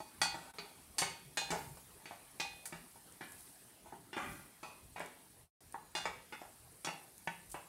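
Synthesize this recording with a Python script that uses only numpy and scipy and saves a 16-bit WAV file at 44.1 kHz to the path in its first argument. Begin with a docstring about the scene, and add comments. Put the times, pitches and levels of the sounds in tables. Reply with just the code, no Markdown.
"""In a hard-walled kitchen a wooden spoon stirs chopped onion in a steel saucepan on a gas stove.
Blows are filtered impulses with a stick-slip drag of noise; they excite the pan's damped modes, and the pan
also rocks on its grate. Shaped noise makes the sizzle, the rumble, the spitting oil and the kitchen hum.
Sparse decaying echoes form the room. The level dips briefly once, and later fades to silence and returns."""
import sys
import numpy as np
from scipy import signal
from scipy.io import wavfile
from scipy.ndimage import uniform_filter1d

SR = 44100
rng = np.random.default_rng(int(sys.argv[2]) if len(sys.argv) > 2 else 0)


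def to_wav(sig):
    """Store sig (one row per channel, or 1-D mono) as 16-bit WAV at the path in sys.argv[1].

    Samples outside -1..1 are clipped; the rate is SR.
    """
    pcm = np.clip(np.atleast_2d(sig), -1, 1) * 32767
    pcm = np.round(pcm).astype(np.int16)
    wavfile.write(sys.argv[1], SR, pcm.T)  # frames by channels


N = 338688

# Spoon blows. Each row: start in seconds, level in dB, contact time in ms, tick in dB, thud in dB,
# ring in dB over the usual, 60 dB decay time of the drag in seconds, and spot (no unit, held within -1 to 2):
# -1, 0 and 1 are three places round the wall, 2 is the base.
BLOWS = [(0.001, -42, 0.76, -15, -8, 9.5, 0.038, -0.9), (0.214, -19, 0.087, -3, -10.5, 5, 0.14, -0.93),
         (0.342, -43, 0.58, -12.5, -3, 6.5, 0.96, 2.3), (0.583, -32, 0.23, -20, 3, -3.5, 0.11, -3),
         (0.981, -19, 0.11, 14, -4, 2, 0.24, -1.05), (1.016, -24.5, 0.33, -26, 1.5, -10, 0.16, 2),
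         (1.37, -21, .15, -4.5, -13.5, 1, 0.17, 0.54), (1.503, -27.5, 0.17, 2.5, 9, 0.5, 0.17, 8),
         (1.516, -22, 0.63, -29, -11.5, -8.5, 0.19, -2.5), (1.769, -44.5, 0.82, -11, -8, -5.5, 0.07, 4),
         (2.054, -36, 0.21, -23, 4, -2, 0.21, -1), (2.108, -40, 0.56, -19, 0, -4.5, 0.19, 1.9),
         (2.397, -24.5, 0.14, -15, -6.5, 2, 0.17, 0.18), (2.654, -38, 0.16, -9, -26, -4.5, 0.06, 2.3),
         (2.723, -34.5, 0.29, -20, 4.5, -3.5, 0.26, 2.4), (2.956, -51, 0.96, -8, -5, 2.5, 0.055, 4),
         (3.207, -33, 0.34, -24, 0.5, -4, 0.26, 1.5), (3.857, -43, 0.72, -25, -11.5, -2, 0.38, 0.5),
         (3.922, -38.5, 0.78, -36, -5, -4.5, 0.16, 2.3), (4.128, -31.5, 0.31, -28, -8.5, 1.5, 0.23, 1),
         (4.164, -25, 0.48, -23.5, 1, -3.5, 0.6, 0.7), (4.628, -37, 0.28, -11.5, 4.5, 4, 0.39, -0.7),
         (4.959, -34.5, 0.36, -19, 2, 1, 0.52, -0.7), (5.001, -26, 0.47, -24, -5, -4.5, 0.15, 1.4),
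         (5.741, -27, 0.82, -47, -22, -3.5, 0.07, 1.5), (5.949, -24, 0.2, -5.5, -14, 5, 0.25, 0.86),
         (6.053, -21.5, 0.38, -19.5, -6.5, -7, 0.15, 2.12),
         (6.322, -30.5, 0.32, -24, -8.5, -1.5, 0.17, 0.7), (6.414, -31.5, 0.62, -25, -5, -10.5, 0.14, 1),
         (6.845, -22, 0.23, -2.5, -6, -6, 0.11, -1.2), (6.87, -24, 0.43, -24, -10, 0, 0.13, 1.34),
         (7.272, -21.5, 0.37, -23, -4, -6, 0.051, 1.96), (7.541, -29, 0.54, -29, -10, -1.5, 0.18, 1.2)]
# Pan modes, the low ones damped by oil, onion and grate. Each row: frequency in Hz,
# level in dB when struck at spot -1, 0, 1 and 2, and 60 dB decay time in seconds.
PAN_MODES = [(170.7, -5.5, -6, -4.5, 4, 0.21), (351.6, 2.5, 2, 10, 4, 0.032),
             (649, -6.5, -10, -20.5, -8, 0.14), (804, -10, -16, -14, 1, 0.14),
             (856.5, -5, -4, -3, -3, 0.14), (916.4, -8.5, -10, -8, 3.5, 0.11),
             (1273, -4, -6, -26, -3.5, 0.061), (1506, -12, -20, -12, -1, 0.13),
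             (1768, -22, -22, -26, 2, 0.14), (1930, -6, -12, -10, 2.5, 0.12), (2275, -3, -3, -14, 6, 0.08),
             (2489, -9, 3, -18, -24, .6), (2835, -16, -20, -3, -28, .36), (3289, -22, -30, -20, -30, 1.4),
             (3368, -10, -26, -22, -28, .3), (3471, -17, -14, -3, -28, .36), (3576, -14, -15, -6, -26, .7),
             (4123, -18, -13, -7, -30, .5), (4507, 0, -20, -16, -24, .33), (4948, -13, -22, -18, -24, .25),
             (5625, -19, -24, -20, -13, .24), (6186, -14, -22, -16, -20, .14),
             (6568, -11, -24, -22, -26, .28)]
RING_DB = -30  # base level of the pan modes, before the adjustments for each source


def gain_of(db):
    """Level definition: amplitude is ten to the power dB / 20."""
    return 10 ** (np.asarray(db) / 20)


def decay(t, t60):
    """Exponential damping: the level falls 60 dB in each t60 seconds."""
    return gain_of(-60 * t / t60)


def unit_rms(x):
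    """Mean-square normalization: scales a signal to rms 1."""
    return x / np.sqrt(np.mean(x ** 2) + 1e-20)


def interpolate(points, hz):
    """Logarithmic pitch scale: reads a (Hz, value) table along log frequency."""
    f, value = np.transpose(points)
    return np.interp(np.log(hz + 1), np.log(f + 1), value)


def add(mix, start_s, sound):
    """Superposition: adds a sound to the mix at its starting time."""
    part = mix[round(start_s * SR):][:len(sound)]
    part += sound[:len(part)]


def minimum_phase(points, size=1024):
    """Minimum phase: a (Hz, dB) table fixes a causal filter through the Hilbert transform; energy is 1."""
    hz = abs(np.fft.fftfreq(size, 1 / SR))
    log_gain = np.log(gain_of(interpolate(points, hz)))
    spectrum = np.exp(np.conj(signal.hilbert(log_gain)))
    taps = np.fft.ifft(spectrum).real[:size // 2]
    return taps / np.linalg.norm(taps)


def patchy_noise(points, patchy_db, size):
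    """Random noise with a shaped spectrum whose level wanders in time and frequency; rms 1."""
    hz = np.fft.rfftfreq(size, 1 / SR)
    real, imaginary, patches = rng.standard_normal((4 * N // size + 5, len(hz), 3)).T
    patches = uniform_filter1d(patches, size=9, axis=0)
    patches = unit_rms(uniform_filter1d(patches, size=9, axis=1))
    level_db = interpolate(points, hz)[:, None] + patchy_db * patches
    z = (real + 1j * imaginary) * gain_of(level_db)
    noise = signal.istft(z, nperseg=size, noverlap=3 * size // 4)[1]
    return unit_rms(noise[:N])


def stove():
    """Random sources add: sizzle of hiss and tiny crackles, low rumble, and the steady kitchen hum."""
    # Each row: time in seconds, sizzle level in dB, level in dB of the low rumble of hand, handle and grate.
    levels = [(0, -68.5, -70.5), (1.3, -68, -72.5), (1.6, -66, -55.5), (2.0, -67, -72.5), (3.2, -65, -72),
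              (3.4, -61.5, -64), (3.8, -68.5, -69.5), (4.15, -68.5, -70), (4.32, -60, -58), (4.5, -67, -68),
              (5.1, -65.5, -73.5), (5.901, -69.5, -66), (6.5, -65.5, -66), (7.0, -63.5, -76),
              (7.68, -64.5, -64.5)]
    # Spectra of sizzle, rumble and hum. Each row: frequency in Hz, relative level in dB per Hz.
    sizzle_spectrum = [(2350, -34.5), (4000, -3), (5330, -4.5), (6990, -5.5), (8300, 3.5), (9470, 6),
                       (12800, -0.5), (15800, -8.5)]
    rumble_spectrum = [(22, -34), (36, -16.5), (46, 3.5), (92, -0.5), (165, -1), (210, -13), (320, -23.5)]
    hum_spectrum = [(88, -14), (150, -2.5), (363, -3.5), (565, -10), (644, -6.5), (879, -7.5),
                    (1460, -12.5), (1930, -11.5), (7500, -22.5), (9750, -32), (16500, -120)]
    time_s, sizzle_db, rumble_db = np.transpose(levels)
    t = np.arange(N) / SR
    sizes = gain_of(4.4 * np.minimum(rng.exponential(1, N), 5))
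    happens = rng.random(N) < 1500 / SR  # on average 1500 crackles a second
    crackle = sizes * happens * rng.choice([-1, 1], N)
    crackle = unit_rms(signal.oaconvolve(crackle, minimum_phase(sizzle_spectrum))[:N])
    sizzle = unit_rms(patchy_noise(sizzle_spectrum, 1.8, size=256) + 0.25 * crackle)
    rumble = patchy_noise(rumble_spectrum, 5.1, size=2048)
    hum = gain_of(-69) * patchy_noise(hum_spectrum, 3.2, size=1024)
    sizzle = gain_of(np.interp(t, time_s, sizzle_db)) * sizzle
    rumble = gain_of(np.interp(t, time_s, rumble_db)) * rumble
    return sizzle + rumble + hum


def blow_colour(contact_ms, tick_db, thud_db):
    """Contact time sets bandwidth: short reaches high, long is dull; a tick lies on top, a thud below."""
    # Each entry: frequency in Hz of a band in the spectrum of a blow.
    band_hz = (280, 850, 2200, 4500, 8500)
    hz = np.array(band_hz)
    # the push fades at 26 dB per octave above 1 / contact time; the tick rises at 4.5 dB per octave
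    octaves_above = np.log2(hz * max(contact_ms, .02) / 1000)
    push_power = 1 / (1 + gain_of(2 * 26 * octaves_above))
    tick_power = gain_of(2 * (tick_db + 4.5 * np.log2(hz / hz[-1])))
    db = 10 * np.log10(push_power + tick_power)
    db = db + thud_db * (hz == hz[0])
    return [(60, db[0] - 18), *zip(hz, db), (16000, db[-1] - 24)]


def pan_modes(length):
    """Modal vibration: gives each mode's gain at the four spots, and its damped sine."""
    hz, *spot_db, t60 = np.transpose(PAN_MODES)
    t = np.arange(length) / SR
    rings = np.sin(2 * np.pi * hz[:, None] * t) * decay(t, t60[:, None])
    return gain_of(spot_db), rings


def spoon():
    """Impulse and stick-slip friction: each blow and its dying drag is heard directly and excites the modes."""
    travel_s = 0.0022  # from the pan to the microphone
    bounce_s = .06  # a touch this soon after a blow leaves its ring undamped
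    out, ringing = np.zeros(N), np.zeros(N)
    spot_gains, rings = pan_modes(SR)
    t = np.arange(SR // 2) / SR
    # countless small, quickly damped modes smear each blow into a clatter
    clatter = rng.standard_normal((len(BLOWS), SR // 20)) * decay(t[:SR // 20], 0.024)
    clatter /= np.linalg.norm(clatter, axis=1, keepdims=True)
    mode_luck_db = rng.standard_normal((len(BLOWS), len(PAN_MODES)))
    friction = rng.standard_normal((len(BLOWS), len(t), 2))
    landings = np.sort([row[0] for row in BLOWS] + [2 * N / SR])  # the last lies past the end
    for blow, luck_db, slips, smear in zip(BLOWS, mode_luck_db, friction, clatter):
        start_s, db, contact_ms, tick_db, thud_db, ring_db, drag_t60, spot = blow
        uneven = unit_rms(uniform_filter1d(slips[:, 1], size=90))  # stick and slip in 2 ms clumps
        drag = gain_of(-21.0 + 3.1 * uneven) * decay(t, max(drag_t60, .01)) * slips[:, 0]
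        # the slips are too small and scattered to ring the pan as the blow does
        heard, driving = drag, gain_of(-20) * drag.copy()
        heard[0] += 1
        # the blow's impulse joins the weakened drag at its first sample, and both drive the pan together
        driving[0] += 1 + gain_of(-20) * 0
        taps = minimum_phase(blow_colour(contact_ms, tick_db, thud_db))
        heard, driving = gain_of(db) * signal.oaconvolve([heard, driving], taps[None], axes=1)
        # a blow between two spots mixes their mode gains
        weights = np.clip(1 - abs(np.clip(spot, -1, 2) - np.arange(-1, 3)), 0, 1)
        mode_gains = weights @ spot_gains * gain_of(luck_db + RING_DB + ring_db + 3.5)
        ring = signal.fftconvolve(driving, mode_gains @ rings)
        # the next touch of the spoon damps the ringing by 9 dB within 20 ms; a quick bounce does not
        next_touch_s = landings[landings > start_s + bounce_s][0] - start_s
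        after = np.arange(len(ring)) / SR - next_touch_s
        ring = ring * gain_of(-9 * np.clip(50 * after, 0, 1))
        add(out, start_s + travel_s, gain_of(-10.5) * heard)
        add(out, start_s + travel_s, gain_of(3.5) * signal.oaconvolve(heard, smear))
        add(ringing, start_s + travel_s, ring)
    return out, ringing


def kitchen(x):
    """Reverberation: sparse echoes of random sign, each band dying at its own speed; two tails take turns."""
    # Absorption of the room. Each row: frequency in Hz, 60 dB decay time in seconds.
    band_t60 = [(150, 1), (700, 0.36), (2500, 0.49), (7000, 0.34), (14000, 0.22)]
    taps = np.zeros((2, SR))
    # one echo at a random place in every 20 samples
    at = np.arange(140, SR - 20, 20) + rng.integers(0, 20, (2, (SR - 141) // 20))
    np.put_along_axis(taps, at, rng.choice([-1., 1.], at.shape), 1)
    hz, t, z = signal.stft(taps, SR, nperseg=256)
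    z = z * decay(t, interpolate(band_t60, hz)[:, None])
    tails = signal.istft(z, SR, nperseg=256)[1]
    turn = 2 * np.pi * 0.9 * np.arange(N) / SR  # 0.9 turns a second
    fed = x * np.array([np.cos(turn), np.sin(turn)])
    echoes = signal.fftconvolve(fed, tails / np.linalg.norm(tails[0]), axes=1)
    return echoes[:, :N].sum(0)


def rocking():
    """Repeated impact: a blow on the wall sets the pan tapping its grate, dull dying touches that ring the base."""
    interval_s, rock_db, rock_t60 = .036, -10.5, 0.41
    taps = np.zeros(N)
    luck = rng.standard_normal((len(BLOWS), 2, 8))  # eight touches a blow
    for (start_s, db, *_, spot), (late, loud) in zip(BLOWS, luck):
        after = interval_s * np.cumsum(np.clip(1 + .25 * late, .3, 2))
        on_wall = np.clip(2 - spot, 0, 1)  # a blow on the base rocks nothing
        sizes = on_wall * gain_of(db + rock_db + 4.0 * np.clip(loud, -2, 1)) * decay(after, rock_t60)
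        for wait, size in zip(after, sizes):
            add(taps, start_s + wait, np.array([size]))
    spot_gains, rings = pan_modes(SR // 4)
    base = gain_of(RING_DB) * spot_gains[-1] @ rings
    touch = minimum_phase(blow_colour(contact_ms=0.89, tick_db=-41, thud_db=-17))
    return signal.fftconvolve(taps, signal.fftconvolve(touch, base))[:N]


def spits():
    """Sudden release of pressure: bursting steam pockets in the oil are short bright puffs of noise."""
    # Each row: start in seconds, level in dB, 60 dB decay time in seconds.
    bursts = [(2.6554, -45.5, 0.12), (2.665, -49, 0.0077), (3.1235, -50, 0.01), (3.321, -45, 0.0076),
              (3.4077, -44, 0.0036), (4.996, -48, 0.01), (5.061, -47, 0.01), (5.7242, -47, 0.01),
              (7.1805, -47, 0.0071), (7.498, -55.5, 0.17), (7.516, -47.5, 0.1)]
    peak_hz = 8860
    spectrum = [(peak_hz / 5, -26), (peak_hz / 1.5, -12), (peak_hz, 0), (peak_hz * 1.6, -14)]
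    taps = minimum_phase(spectrum)
    t, out = np.arange(SR // 10) / SR, np.zeros(N)
    puffs = rng.standard_normal((len(bursts), len(t)))
    for (start_s, db, t60), puff in zip(bursts, puffs):
        puff = puff * decay(t, max(t60, .002))
        add(out, start_s, gain_of(db) * signal.oaconvolve(puff, taps))
    return out


def scene():
    """Superposition of direct sound and echoes: spoon, pan and spits in the room, over the stove."""
    knocks, ringing = spoon()
    ringing = ringing + rocking()
    sharp = knocks + spits()
    # the open pan aims its ringing up at the microphone, so less of it comes back from the walls
    echoes = gain_of(-5) * kitchen(sharp + gain_of(-6) * ringing)
    return (sharp + ringing + echoes + stove())[None]


def record(dry):
    """Gain and band limits: the sinking level, dip and fade, the microphone's bass cut, then a treble limit."""
    dip_s, dip_fall_s, dip_rise_s = .533, .025, .006  # lowest moment, way down, way up
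    fade_s, fade_length_s, back_s = 5.428, .09, 5.606  # fade to silence, and the sudden return
    t = np.arange(N) / SR
    db = np.interp(t, [0, fade_s], [5.5, 1.5])  # sinks slowly until the fade, then stays
    db = db + np.interp(t, [dip_s - dip_fall_s, dip_s, dip_s + dip_rise_s], [0, -20, 0])
    fade = np.clip(1 - (t - fade_s) / fade_length_s, 0, 1) ** 2.6
    fade = np.where(t < back_s, fade, 1)
    heard = dry * gain_of(db) * fade
    bass_cut = signal.butter(4, 36, "high", fs=SR, output="sos")
    heard = signal.sosfilt(bass_cut, heard)
    treble_limit = signal.firwin(511, 15780, window=("kaiser", 9), fs=SR)
    return signal.oaconvolve(heard, treble_limit[None], "same")


dry = scene()
out = record(dry)
to_wav(out)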